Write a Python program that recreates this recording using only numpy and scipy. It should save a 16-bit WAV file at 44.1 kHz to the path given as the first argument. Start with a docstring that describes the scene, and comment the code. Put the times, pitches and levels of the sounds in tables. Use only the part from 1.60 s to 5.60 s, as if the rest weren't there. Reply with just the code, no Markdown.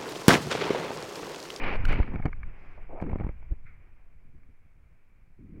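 """In the open air, on a swinging paraglider flight, wind flows round a cased camera.
A hard blast overloads the microphone, two spells of turbulence buffet it with eddies,
and harness gear snaps against the case, exciting its damped modes. Then the air calms
to a thin hiss over a low rumble and fluttering fabric, until a soft gust builds up."""
import sys
import numpy as np
from scipy import signal
from scipy.fft import rfft, irfft
from scipy.io import wavfile
from scipy.ndimage import uniform_filter1d

SR = 44100
rng = np.random.default_rng(int(sys.argv[2]) if len(sys.argv) > 2 else 0)


def unload_wav(signal):
    """Save mono or channel-first audio to the path in sys.argv[1] as 16-bit WAV at rate SR, clipped to [-1, 1]."""
    wavfile.write(
        sys.argv[1],
        SR,
        np.round(np.clip(np.atleast_2d(signal).T, -1, 1) * 32767).astype(np.int16),
    )


N = 176400
T = np.arange(N) / SR
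HZ = np.fft.rfftfreq(N, 1 / SR)


def amp(db):
    """Decibels to amplitude ratio."""
    return 10 ** (np.asarray(db) / 20)


def unit(x):
    """Normalisation to rms 1."""
    return x / np.sqrt(np.mean(x ** 2) + 1e-20)


def level(points):
    """Envelope interpolated in decibels; silent outside, unless it ends near the scene's edge."""
    s, db = np.transpose(points)
    before_db = db[0] if s[0] < .1 else -200
    after_db = db[-1] if s[-1] > 3.9 else -200
    return amp(np.interp(T, s, db, left=before_db, right=after_db))


def swell(start, length, rise_s, fall_s):
    """Envelope with a linear rise, a hold and an exponential decay."""
    return np.clip((T - start) / rise_s, 0, 1) * np.exp(-np.maximum(T - start - length, 0) / fall_s)


def colour(x, spectrum):
    """Zero-phase filter with its gain interpolated over log frequency."""
    hz, db = np.transpose(spectrum)
    return irfft(rfft(x) * amp(np.interp(np.log(HZ + 1), np.log(hz + 1), db)), N)


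def noise(spectrum):
    """Spectrally shaped Gaussian noise, rms 1."""
    return unit(colour(rng.standard_normal(N), spectrum))


def wobble(hz):
    """Low-pass random fluctuation, rms 1."""
    return unit(irfft(rfft(rng.standard_normal(N)) / (1 + (HZ / hz) ** 4), N))


def steady(x, size):
    """Division by the running rms evens out swells longer than size samples."""
    return x / np.sqrt(uniform_filter1d(uniform_filter1d(x ** 2, size), size) + 1e-12)


def add(mix, start, sound):
    """Superposition of a sound from a given start time."""
    part = mix[max(round(start * SR), 0):][:len(sound)]
    part += sound[:len(part)]


# noise floor spectrum: frequency_hz, gain_db
FLOOR_SPECTRUM = [(100, 4.5), (3000, 3.5), (7000, 0.5), (16000, -2)]

def noise_floor(level_db=-86):
    """Stationary, nearly white noise lies under everything."""
    return amp(level_db) * noise(FLOOR_SPECTRUM)


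# fabric flutter envelope: time_s, level_db
FABRIC_LEVELS = [(0, -55.5), (2.0, -67.5), (2.45, -70.5), (2.75, -56.5), (3.0, -65.5), (3.4, -69),
                 (4.0, -66.5)]
# its spectrum: frequency_hz, gain_db
FABRIC_SPECTRUM = [(30, -5.5), (80, -1), (170, -6.5), (280, -16), (500, -30.5), (1500, -67)]

def fabric_flutter():
    """Fabric flutters in the flow: soft low noise under random amplitude modulation."""
    return level(FABRIC_LEVELS) * noise(FABRIC_SPECTRUM) * unit(amp(4.5 * wobble(hz=29)))


# clothing brushing the harness: start_s, length_s, level_db
BRUSH_STROKES = [(2.052, .022, -55.5), (2.073, .04, -67), (3.925, .08, -79)]
# friction spectrum: frequency_hz, gain_db
BRUSH_SPECTRUM = [(500, -33), (1100, -12), (1400, 1.5), (1750, -4), (2170, 10.5), (2500, -4.5),
                  (2900, -24.5), (3500, -26), (4600, -34), (7000, -42)]

def cloth_brushes():
    """Sliding friction of cloth radiates short swishes of noise."""
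    return sum(amp(db) * swell(start, length, rise_s=.016, fall_s=.038) * noise(BRUSH_SPECTRUM)
               for start, length, db in BRUSH_STROKES)


# slow pressure swings: time_s, level_db
RUMBLE_LEVELS = [(0, -26.5), (.13, -26), (.3, -16.5), (.4, -30), (.62, -31), (.72, -33.5), (.85, -30.5),
                 (1.0, -43), (1.12, -38.5), (1.4, -34), (1.62, -33), (1.76, -38.5), (2.05, -39),
                 (2.2, -47.5), (2.75, -45.5), (3.1, -53), (3.5, -54), (4.0, -48)]
# their spectrum: frequency_hz, gain_db
RUMBLE_SPECTRUM = [(3, -21), (10, 7), (20, -3.5), (35, -12), (70, -17), (130, -28.5), (250, -44),
                   (500, -64.5), (1500, -100)]

def rumble():
    """Low-frequency pressure fluctuations act directly on the microphone."""
    return level(RUMBLE_LEVELS) * steady(noise(RUMBLE_SPECTRUM), size=4000)


# hiss envelope, following airspeed: time_s, level_db
HISS_LEVELS = [(0, -39), (.5, -52.5), (.72, -62.5), (.9, -59), (1.07, -57), (1.28, -61), (1.55, -61),
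               (1.76, -65), (1.86, -65.5), (2.0, -70), (2.25, -67), (2.55, -72), (2.85, -72.5),
               (3.3, -73.5), (3.85, -73.5), (4.0, -68.5)]
# its spectrum: frequency_hz, gain_db
HISS_SPECTRUM = [(60, -3.5), (300, 5), (600, 0.5), (1000, -1), (1900, -1.5), (2350, 3.5), (2650, -7),
                 (3000, -14), (3500, -23), (4200, -42.5), (4900, -27), (6500, -62.5), (12000, -63.5)]

def hiss():
    """Flow noise round the case fades as the airspeed drops."""
    return level(HISS_LEVELS) * noise(HISS_SPECTRUM) * unit(amp(0.83 * wobble(hz=29.2)))


# smooth gusts: start_s, length_s, level_db, low_edge_hz, high_edge_hz
GUST_BANDS = [(.96, 0.21, -84, 4900, 4970), (1.174, 0.0073, -49.5, 202, 1020),
              (1.289, 0.037, -48, 353, 890), (1.327, 0.026, -43, 70, 720), (1.357, 0.067, -45, 600, 926),
              (1.428, 0.096, -38, 110, 430), (3.785, 0.155, -50, 54.6, 295), (3.929, .12, -46, 50, 360)]

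def gust(start, length, db, low_hz, high_hz, rough_db=1.5):
    """A passing gust makes band-pass flow noise that swells, holds and decays."""
    attenuation = (1 + (low_hz / (HZ + 1)) ** 2.2) * (1 + (HZ / high_hz) ** 6)
    band = irfft(rfft(rng.standard_normal(N)) / attenuation, N) * amp(rough_db * wobble(hz=60))
    return amp(db) * swell(start, length, rise_s=.0054, fall_s=.017) * steady(band, size=2400)


# harness gear striking the case: start_s, strength_db
GEAR_IMPACTS = [(0.2945, -24), (0.3294, -14), (.4298, -22), (0.559, -24), (.5929, -40), (.6249, -29),
                (0.6564, -24.5), (0.662, -24), (0.683, -37), (0.7305, -25), (.832, -26.5), (1.4009, -30),
                (1.4255, -38), (1.5285, -48), (1.586, -36.5), (1.5995, -31), (1.69, -34), (1.829, -45.5),
                (2.833, -49.5), (3.962, -53.5)]
# modes of the case: pitch_hz, level_db, t60_s
CASE_MODES = [(1250, -6, 0.015), (1720, -2.5, 0.0088), (2218, -2, 0.014), (2420, -16, 0.013)]
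# filter on ring and tick: frequency_hz, gain_db
SNAP_RESPONSE = [(200, -22), (800, -5), (1300, 3), (2300, 1.5), (2750, -16), (3500, -25), (4600, -22.5),
                 (5300, -42.5), (12000, -76)]

def gear_snaps(tick_db=-3, tick_decay_s=.001, attack_s=.0004):
    """Each impact gives a tick of noise and excites damped modes of the case."""
    snaps, t = np.zeros(N), T[:2000]
    for start, db in GEAR_IMPACTS:
        ring = sum(amp(mode_db - 60 * t / t60) * np.sin(2 * np.pi * hz * rng.uniform(.98, 1.02) * t)
                   for hz, mode_db, t60 in CASE_MODES)
        attack = 1 - np.exp(-t / attack_s)
        tick = amp(tick_db) * rng.standard_normal(len(t)) * np.exp(-t / tick_decay_s)
        add(snaps, start, amp(db) * (attack * ring / 2 + tick))
    return colour(snaps, SNAP_RESPONSE)


# two spells of turbulence, an envelope each: time_s, level_db
BUFFET_SPELLS = [
    [(0, -49), (.12, -42), (.2, -46), (.28, -29.5), (.34, -32), (.41, -32.5), (.45, -39.5), (.5, -34.5),
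     (.54, -33), (.63, -41), (.675, -30.5), (.695, -32.5), (.71, -75)],
    [(1.415, -40), (1.43, -39), (1.52, -32), (1.545, -44), (1.585, -39.5), (1.61, -34.5), (1.665, -40.5),
     (1.7, -41), (1.73, -66)],
]
# spectra of the low buffet and the brighter flutter: frequency_hz, gain_db
BUFFET_SPECTRUM = [(15, 10.5), (50, -7), (110, 0), (250, -4.5), (450, -14.5), (800, -27.5), (1300, -34.5),
                   (3000, -57.5), (8000, -70.5)]
FLUTTER_SPECTRUM = [(100, -20.5), (400, -2.5), (750, 2), (1300, -6), (1900, -8.5), (2350, -8),
                    (2800, -21.5), (3500, -37), (5000, -46), (6500, -66.5), (12000, -86.5)]

def turbulence(eddy_hz=90, flutter_db=-16.5):
    """Passing eddies modulate low noise; the strongest tear into a brighter flutter."""
    eddies = 2 * np.tanh(wobble(eddy_hz) / 2)
    buffet = steady(noise(BUFFET_SPECTRUM) * amp(4.5 * eddies), size=2400)
    flutter = steady(noise(FLUTTER_SPECTRUM) * amp(8 * eddies), size=3000)
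    return sum(level(spell) for spell in BUFFET_SPELLS) * (buffet + amp(flutter_db) * flutter)


# big eddies hitting the microphone: centre_s, peak_db, half_width_s
BIG_EDDIES = [(0.6603, -25.5, 0.0011), (1.9223, -20.5, .0042), (2.053, -43, 0.002)]

def eddy_thump(centre, db, half_width, rough_db=-15, rough_s=.0098):
    """A big eddy is a bipolar pulse, suction then pressure, within a short burst of noise."""
    u = (T - centre) / half_width
    pulse = u * np.exp((1 - u ** 2) / 2)
    burst = amp(rough_db) * noise(BUFFET_SPECTRUM) * np.exp(-((T - centre) / rough_s) ** 2 / 2)
    return amp(db) * (pulse + burst)


# sharp eddies hitting the microphone: start_s, strength_db, width_s
SHARP_EDDIES = [(0.3923, -24.5, 0.0015), (.401, -10, 0.0038), (0.558, -23, 0.0023), (0.599, -23.5, 0.0018),
                (0.655, -14, 0.0016), (0.6622, -18.5, 0.00087), (1.425, -20, 0.00096),
                (1.531, -19.5, 0.0023), (1.558, -20, 0.00075), (1.6, -25.5, .001), (1.609, -21, 0.002),
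                (1.646, -22.5, 0.0029), (1.667, -22.5, 0.00099), (1.693, -28, .002), (1.827, -40, 0.00017)]
# filter on the knocks: frequency_hz, gain_db
KNOCK_RESPONSE = [(20, 4.5), (100, 2.5), (800, 0), (1400, -7.5), (2400, -9), (3300, -11), (6000, -42),
                  (12000, -60)]

def eddy_knocks(wake_db=-13.5, wake_decay_s=.0041):
    """A pressure transient: sudden suction springs back and leaves a short turbulent wake."""
    knocks, t = np.zeros(N), T[:3000]
    flutter = noise(FLUTTER_SPECTRUM)
    for start, db, width in SHARP_EDDIES:
        u = t / width
        pulse = 2 * u * (u - 2) * np.exp(-u)
        wake = amp(wake_db) * flutter[round(start * SR):][:len(t)] * np.exp(-t / wake_decay_s)
        add(knocks, start, amp(db) * (pulse + wake))
    return colour(knocks, KNOCK_RESPONSE)


# moments of overload: start_s, length_s, strength_db
OVERLOAD_RUNS = [(0.252, 0.0037, -34), (0.285, 0.011, -46), (0.323, 0.0065, -41.5), (.341, 0.0022, -47),
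                 (0.656, 0.0043, -46.5), (1.423, 0.0012, -52.5)]
# filter on the clicks: frequency_hz, gain_db
CRACKLE_RESPONSE = [(300, -14), (900, -2), (1500, 10.5), (2300, 11.5), (3000, -1), (4500, -7.5),
                    (6000, -15), (11000, -24), (16000, -26)]

def overload_crackle(clicks_per_s=1500, jitter=.18):
    """Pressure overloading the microphone is heard as brief, nearly regular impulse trains."""
    crackle = np.zeros(N)
    for start, length, db in OVERLOAD_RUNS:
        gaps, sizes = amp(np.log(10) * rng.standard_normal((2, 40)))  # log-normal
        times = np.cumsum(gaps ** jitter) / clicks_per_s
        times -= times[0]
        inside = times < length
        clicks = np.bincount((times[inside] * SR).astype(int), sizes[inside], round(length * SR) + 1)
        add(crackle, start, amp(db) * unit(clicks))
    return 2 * colour(crackle, CRACKLE_RESPONSE)


# head-on blast envelope: time_s, level_db
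BLAST_LEVELS = [(0, -41.5), (.04, -32.5), (.13, -34.5), (.158, -37.5), (.175, -57), (.25, -58), (.3, -34),
                (.335, -37), (.37, -41), (.42, -46.5), (.47, -55), (.6, -78), (.7, -81)]
# its spectrum: frequency_hz, gain_db
BLAST_SPECTRUM = [(70, -30.5), (170, -5), (300, -2.5), (560, -4), (900, -5.5), (1400, -9.5), (1900, -9),
                  (2300, -4), (2850, -11.5), (3450, -25), (4200, -27.5), (4900, -31.5), (5600, -41.5),
                  (7000, -53.5), (14000, -83.5)]

def blast(rough_db=1.3):
    """Air impinging on the case head on makes slightly ragged broadband noise."""
    return level(BLAST_LEVELS) * noise(BLAST_SPECTRUM) * unit(amp(rough_db * wobble(hz=86)))


def scene():
    """Pressures from the air and the gear superpose at one microphone."""
    air = hiss() + blast() + rumble() + turbulence() + eddy_knocks()
    air += sum(gust(*row) for row in GUST_BANDS)
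    air += sum(eddy_thump(*row) for row in BIG_EDDIES)
    background = fabric_flutter() + noise_floor() + cloth_brushes()
    return (air + background + gear_snaps() + overload_crackle())[None]


def record(dry, ceiling=.23, cutoff_hz=15900):
    """Soft saturation flattens the largest slow swings; a low-pass filter limits the band."""
    slow = uniform_filter1d(uniform_filter1d(dry, size=24), size=24)
    saturated = slow / (1 + (slow / ceiling) ** 6) ** (1 / 6)
    low_pass = signal.firwin(511, cutoff_hz, window=("kaiser", 9), fs=SR)
    return signal.oaconvolve(dry - slow + saturated, low_pass[None], "same")


dry = scene()
out = record(dry)
unload_wav(out)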